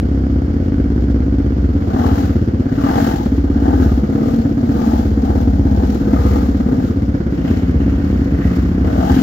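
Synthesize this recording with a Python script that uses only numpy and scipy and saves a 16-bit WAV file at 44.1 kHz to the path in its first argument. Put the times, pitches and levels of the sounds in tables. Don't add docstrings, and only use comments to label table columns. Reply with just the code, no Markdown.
import sys
import numpy as np
from scipy import signal
from scipy.fft import rfft, irfft
from scipy.io import wavfile
from scipy.ndimage import uniform_filter1d

SR = 44100
rng = np.random.default_rng(int(sys.argv[2]) if len(sys.argv) > 2 else 0)


def transcribe(u):
    v = np.clip(np.atleast_2d(u).T, -1, 1)
    q = np.round(v * 32767).astype(np.int16)
    wavfile.write(sys.argv[1], SR, q)


N = 406602

# fully open at s, held for s, exhaust rasp in dB, spray in dB,
# pipe-mouth colour in dB, brightness in dB, honk in dB.
BLIPS = [(2.0, 0.17, -16, -38, -0.5, 2, 0.5), (2.875, .19, -14, -35, 0.5, 3.5, 1),
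         (3.66, 0.22, -16, -41.5, 1, -4, -1), (4.16, .17, -20, -43.5, -4.5, -5.5, 8.5),
         (4.449, 0.198, -27, -53.5, -5.5, -6, 1), (4.76, .18, -16, -39, 2, -8, 4),
         (5.3, .08, -18, -43, -2, -5, -2.5), (5.7, .24, -19, -43, -0.5, -11, -1.5),
         (6.16, 0.2, -18, -38.5, -2.5, -1, 10.5), (6.68, .2, -22, -45.5, -3.5, -2.5, 1.5),
         (7.481, .04, -23, -42.5, -3, 5.5, -1.5), (7.801, 0.37, -27, -46.5, -0.5, 5, -0.5),
         (8.42, .14, -26, -43, -2, 8, 4), (8.93, 0.1368, -17, -41.5, 1, -1.5, -2),
         (9.101, 0.17, -17, -36.5, 0.5, 4.5, -3)]
SHUT_DB, OPEN_DB = -35, -15.5


def from_db(db):
    return 10 ** (np.asarray(db) / 20)


def rms_one(x):
    return x / np.sqrt(np.mean(x ** 2) + 1e-20)


def in_time(rows):
    s, *columns = np.transpose(rows)
    return [np.interp(np.arange(N) / SR, s, column) for column in columns]


def at_hz(points):
    hz = np.maximum(np.arange(N // 2 + 1) * SR / N, 1)
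    points = np.array(points)
    return np.interp(np.log(hz), np.log(points[:, 0]), points[:, 1])


def colour(x, spectrum):
    return rms_one(irfft(rfft(x) * from_db(at_hz(spectrum)), N))


def drift(rate_hz):
    knots = rng.standard_normal(int(N / SR * rate_hz * 2) + 2)
    return np.interp(np.linspace(0, len(knots) - 1, N), np.arange(len(knots)), knots)


def fade(clicks, ms):
    return signal.lfilter([1], [1, -np.exp(-1000 / (ms * SR))], clicks + 1e-18)


def ring(x, hz, t60_s):
    r, w = from_db(-60 / (t60_s * SR)), 2 * np.pi * hz / SR
    return signal.lfilter([0, np.sin(w)], [1, -2 * r * np.cos(w), r * r], x)


def stereo(x, left_lag_ms, spread):
    # Hz, likeness from 0 to 1.
    likeness = [(100, 0.99), (290, 0.94), (640, 0.069), (1400, 0.5)]
    alike = 1 - np.clip(spread * (1 - at_hz(likeness)), 0, 1)
    tail = rng.standard_normal(SR // 10) * np.exp(-np.arange(SR // 10) / (.025 * SR))
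    direct = rfft(x)
    side = direct * rfft(tail / np.linalg.norm(tail), N) * np.sqrt((1 - alike) / 2)
    mid = direct * np.sqrt((1 + alike) / 2)
    shift = np.exp(-2j * np.pi * np.arange(N // 2 + 1) / N * left_lag_ms * SR / 1000)
    return np.sqrt(2) * irfft([(mid + side) * shift, mid - side], N) / np.sqrt(1 + alike.max())


def from_left(pair):
    # Hz, lead of the left port in radians, excess of the left port in dB.
    left_lead = [(150, 0.22, 4.5), (480, 0.87, 3), (760, 2.43, 2), (910, 2.55, 9), (1460, 5.4, 14),
                 (1630, 5.7, 0), (1880, 7.77, -3), (3100, 7.8, 5), (5500, 13.1, 2.5)]
    lead_rad = at_hz([(row[0], row[1]) for row in left_lead])
    louder_db = at_hz([(row[0], row[2]) for row in left_lead])
    half = from_db(louder_db / 2) * np.exp(.5j * lead_rad)
    return irfft(rfft(pair) * [half, 1 / half], N)


def idle_firings():
    beat_s, puff_lead_ms, jitter_ms, spread_db = .06, 2.3, .45, 1
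    # time in seconds, lag in ms.
    first_lag = [(0, -4.7), (.4, 2.2), (1.3, 5.8), (1.56, 8.8), (1.9, 17), (2.52, 18.3), (2.7, 20.2),
                 (3.42, 21.5), (4.68, 20.8), (4.86, 17.7), (5.24, 19), (6.1, 13.6), (6.3, 14.5),
                 (6.62, 11.1), (7.02, 12.4), (7.42, 11.3), (7.95, 22.7), (8.14, 33), (9.18, 126)]
    second_lag = [(0, 29.3), (.54, 26.9), (.9, 20.9), (1.44, 24.5), (1.8, 25), (1.98, 27.4), (2.7, 27.6),
                  (3.27, 26.3), (3.42, 24.5), (3.78, 23.7), (4.08, 13.9), (4.8, 14.3), (5.76, 16.8),
                  (5.96, 21.3), (6.3, 12), (6.84, 2.4), (7.03, 2.5), (7.2, 6.3), (7.52, 4), (7.76, 4.9),
                  (8.12, 2.7), (8.62, -8.8), (8.84, -7.3), (9.18, -11.1)]
    beats_s = np.arange(-4, N / SR / beat_s) * beat_s
    clicks = np.zeros(N + SR)
    for s, lag_ms in (np.transpose(first_lag), np.transpose(second_lag)):
        chance = rng.standard_normal((len(beats_s), 2))
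        late_ms = np.interp(beats_s, s, lag_ms) - puff_lead_ms + jitter_ms * chance[:, 0]
        at_s = beats_s + late_ms / 1000
        np.add.at(clicks, np.round((at_s + .5) * SR).astype(int), from_db(spread_db * chance[:, 1]))
    return clicks


def idle_exhaust(clicks):
    puff_ms = .76
    bark_hz, bark_t60_s, bark_db, bark_spread_db = 554, .025, -29, 3
    echo_ms, echo_db = 19.3, -13.1
    # Hz, signed strength, t60 in seconds.
    pipe_modes = [(55.6, -1.05, .109), (59.9, 1.58, .096), (80.5, -.69, .092), (121, -.13, .09),
                  (201, -.34, .043), (222, -.083, .28), (285, .48, .158), (338, .58, .07), (536, .35, .165)]
    puff = np.exp(-.5 * (np.arange(-200, 201) / (puff_ms * SR / 1000)) ** 2)
    puffs = np.convolve(clicks, puff / puff.sum(), "same") + 1e-18
    out = 0
    for hz, strength, t60_s in pipe_modes:
        out = out + strength * ring(puffs, hz, t60_s)
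    raps = clicks * from_db(bark_db + bark_spread_db * rng.standard_normal(len(clicks)))
    out = out - ring(raps + 1e-18, bark_hz, bark_t60_s)
    out = out + from_db(echo_db) * np.roll(out, round(echo_ms * SR / 1000))
    return out[SR // 2:SR // 2 + N]


def idle_clatter(clicks):
    level_db = -30.5
    # Hz, relative dB per Hz.
    clatter_spectrum = [(240, -34.5), (400, -3.5), (519, -5.5), (570, -15), (664, -13.5), (1000, -22.5),
                        (1480, -20), (2200, -30), (2570, -39.5), (3300, -37.5), (3850, -45), (4390, -38),
                        (8910, -57.5), (15700, -73)]
    clicks = clicks[SR // 2:SR // 2 + N]
    swells = fade(clicks, 22.0)
    ticks = fade(clicks * from_db(3.0 * drift(17)), 1.0)
    gate = .5 + .33 * swells + .99 * ticks
    shared = rng.standard_normal(N)
    noise = np.array([np.roll(shared, 15), shared])
    noise = noise + .76 * rng.standard_normal((2, N))
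    return from_db(level_db) * colour(noise * gate * from_db(.19 * drift(8.8)), clatter_spectrum)


def whirr():
    fade_db_per_s = .6
    # centre in Hz, width in Hz, starting level in dB.
    whirr_bands = [(2890, 300, -63), (4430, 130, -64), (4970, 150, -64.5)]
    out = 0
    for hz, width_hz, level_db in whirr_bands:
        edges_hz = [hz - width_hz / 2, hz + width_hz / 2]
        band = signal.butter(2, edges_hz, "band", fs=SR, output="sos")
        gain = from_db(level_db - fade_db_per_s * np.arange(N) / SR + 2.0 * drift(11.0))
        out = out + gain * rms_one(signal.sosfilt(band, rng.standard_normal((2, N))))
    return out


def rumble():
    level_db = -22.5
    # Hz, relative dB per Hz.
    rumble_spectrum = [(30, -5.5), (60, 15), (110, 9), (200, 9), (280, 12), (400, -24.5), (700, -67.5)]
    return from_db(level_db) * colour(rng.standard_normal(N), rumble_spectrum)


def throttle():
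    rasp_rise, rasp_sag, rasp_fall, rasp_rest_db = 80, 15, 60, -36
    spray_rise, spray_build, spray_fall, spray_rest_db = 67, 16, 48.5, -51.5
    t = np.arange(N) / SR
    rasp_power, spray_power = from_db(rasp_rest_db) ** 2, from_db(spray_rest_db) ** 2
    for open_s, held_s, rasp_db, spray_db, *_ in BLIPS:
        before = np.maximum(open_s - t, 0)
        during = np.clip(t - open_s, 0, held_s)
        after = np.maximum(t - open_s - held_s, 0)
        rasp_now_db = rasp_db - rasp_rise * before - rasp_sag * during - rasp_fall * after
        to_shut = held_s - during
        spray_now_db = spray_db - spray_rise * before - spray_build * to_shut - spray_fall * after
        rasp_power = rasp_power + from_db(rasp_now_db) ** 2
        spray_power = spray_power + from_db(spray_now_db) ** 2
    return 10 * np.log10(rasp_power), 10 * np.log10(spray_power)


def throttle_opening(rasp_db):
    return np.clip((rasp_db - SHUT_DB) / (OPEN_DB - SHUT_DB), 0, 1.2)


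def quad_firings(rasp_db):
    slow_hz, fast_hz = 25.99, 44.99
    lagging = uniform_filter1d(np.roll(throttle_opening(rasp_db), SR // 14), SR // 5)
    rate_hz = slow_hz + (fast_hz - slow_hz) * lagging
    cycles = np.cumsum(rate_hz * (1 + .01511 * drift(25))) / SR
    return np.diff(np.floor(cycles), prepend=0) * from_db(2.7 * drift(40))


def stuck_quad(firings, rasp_db):
    hot_rise, heat_lag_s, wander = .07, .15, .012
    mouth_rest_db = 1
    # Hz, width in Hz, relative dB, shares of the pipe-mouth colour,
    # of the brightness and of the honk.
    rasp_modes = [(248.2, 72, 13, -0.82, 0.051, -0.11), (472.3, 53, 7.5, -0.73, 0.022, 0.5),
                  (630, 108, 6.5, -0.067, 0, 0), (775.5, 135, 11, 0.66, 0.054, -0.04),
                  (1201, 210, 1, 0.2, 0.41, 0.8), (1500, 295, -0.5, 0.62, 0.6, 0.092),
                  (1953, 400, -11.5, -0.29, 1.4, 0.67), (2910, 700, -17.5, 0.16, 1.9, -1.1)]
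    burst = rms_one(fade(fade(firings, 5.0), 7.0)) + .8
    noise = rng.standard_normal(N) + .4 * rng.standard_normal((2, N))
    pulses = rms_one(fade(fade(firings, .59), .88))
    gas = .78 * pulses + rms_one(burst * noise)

    keep = np.exp(-1 / (heat_lag_s * SR))
    heat = signal.lfilter([1 - keep], [1, -keep], throttle_opening(rasp_db))
    clock = np.cumsum(1 + hot_rise * (heat - .5) + wander * drift(4.8))
    ticks = np.arange(int(clock[-1]) + 1)
    gas = np.array([np.interp(ticks, clock, port) for port in gas])

    colour_rows = [(.019, mouth_rest_db, .0092, 0)]
    colour_rows += [(open_s + held_s / 2, *rest[2:]) for open_s, held_s, *rest in BLIPS]
    colours_db = in_time(colour_rows)
    rasp = 0
    for k, (hz, width_hz, level_db, *shares) in enumerate(rasp_modes):
        r = np.exp(-np.pi * width_hz / SR)
        b = np.array([1, 0, -1]) * (1 - r * r) / 2
        a = [1, -2 * r * np.cos(2 * np.pi * hz / SR), r * r]
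        once = signal.lfilter(b, a, gas)
        twice = signal.lfilter(b, a, once)
        mode_db = level_db + np.dot(shares, colours_db) + 2.2 * drift(5.1)
        gain = np.interp(ticks, clock, from_db(mode_db))
        rasp = rasp + (-1) ** k * gain * (twice + .45 * once)
    rasp = np.array([np.interp(clock, ticks, port) for port in rasp])
    return from_db(rasp_db) * rms_one(rasp)


def spray(firings, spray_db):
    slaps_per_s = 40
    # Hz, relative dB per Hz.
    spray_spectrum = [(1120, -15), (1900, -6.5), (2350, -11.5), (3920, -11), (6330, -14), (7480, -15.5),
                      (8620, -38.5), (11300, -15.5), (12700, -16.5), (15700, -17.5)]
    sizes = from_db(5.1 * np.minimum(rng.exponential(1, N), 3))
    slaps = (rng.random(N) < slaps_per_s / SR) * sizes
    gate = 1.9 + 1.1 * fade(firings, 23.0) + .5 * fade(slaps, 6.5)
    noise = .5 * rng.standard_normal(N) + rng.standard_normal((2, N))
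    wash = colour(noise * gate, spray_spectrum)
    mist = signal.sosfiltfilt(signal.butter(4, 7500, "high", fs=SR, output="sos"), wash)
    mist_gain = from_db(.35 * (spray_db + 29.5))
    return from_db(spray_db + .65 * drift(13)) * (wash + (mist_gain - 1) * mist)


def drone():
    roar_db = -44
    roar_band_hz = (850, 2350)
    # time in seconds, strongest partial in Hz, its level in dB.
    drone_passes = [
        [(3.9, 200, -13.5), (4.3, 230, -15.5), (4.8, 226.8, -18), (5.2, 214, -23), (5.6, 204.6, -19),
         (6.1, 205.6, -18.5), (6.6, 191, -23.5)],
        [(7.1, 160.5, -35), (7.6, 171.9, -21.5), (8.1, 190.1, -23), (8.55, 177.5, -18.5), (8.9, 188, -23),
         (9.22, 190.4, -19)],
    ]
    t = np.arange(N) / SR
    out = np.zeros(N)
    for rows in drone_passes:
        hz, level_db = in_time(rows)
        swell_in = np.clip((t - rows[0][0]) / .42, 0, 1)
        swell_out = np.clip((rows[-1][0] + .47 - t) / .18, 0, 1)
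        swell = swell_in * swell_out
        phase = 2 * np.pi * np.cumsum(hz * (1 + .008 * drift(14))) / SR
        out += swell * from_db(level_db + 2.2 * drift(9)) * np.sin(phase)
    band = signal.butter(4, roar_band_hz, "band", fs=SR, output="sos")
    roar = rms_one(signal.sosfilt(band, rng.standard_normal(N)))
    return out + swell * from_db(roar_db) * roar


def scene():
    clicks = idle_firings()
    exhaust = stereo(idle_exhaust(clicks), left_lag_ms=-.024, spread=.39)
    near = exhaust + idle_clatter(clicks) + whirr()
    rasp_db, spray_db = throttle()
    firings = quad_firings(rasp_db)
    stuck = from_left(stuck_quad(firings, rasp_db) + spray(firings, spray_db))
    far = stereo(drone() + rumble(), left_lag_ms=-.18, spread=.27)
    return near + stuck + far


def record(dry):
    notch_hz, notch_width_hz, notch_db = 8800, 240, -27.5
    cutoff_hz = 15830
    # Hz, left port over right port in dB.
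    right_shade = [(250, 0.27), (400, -3), (640, 1), (1000, 1), (1450, -10.5), (2100, 1.5), (3100, -0.5),
                   (4300, 7.5), (6820, 13.5), (15000, 7.5)]
    wet = dry / (1 + np.abs(dry / 1.02) ** 8) ** (1 / 8)
    shade = from_db(np.outer([.5, -.5], at_hz(right_shade)))
    shade = shade / np.sqrt(np.mean(shade ** 2, axis=0))
    hz = np.arange(N // 2 + 1) * SR / N
    notch = from_db(notch_db * np.exp(-.5 * ((hz - notch_hz) / notch_width_hz) ** 2))
    wet = irfft(rfft(wet) * notch * shade, N)
    return signal.sosfilt(signal.ellip(12, .5, 70, cutoff_hz, fs=SR, output="sos"), wet)


dry = scene()
out = record(dry)
transcribe(out)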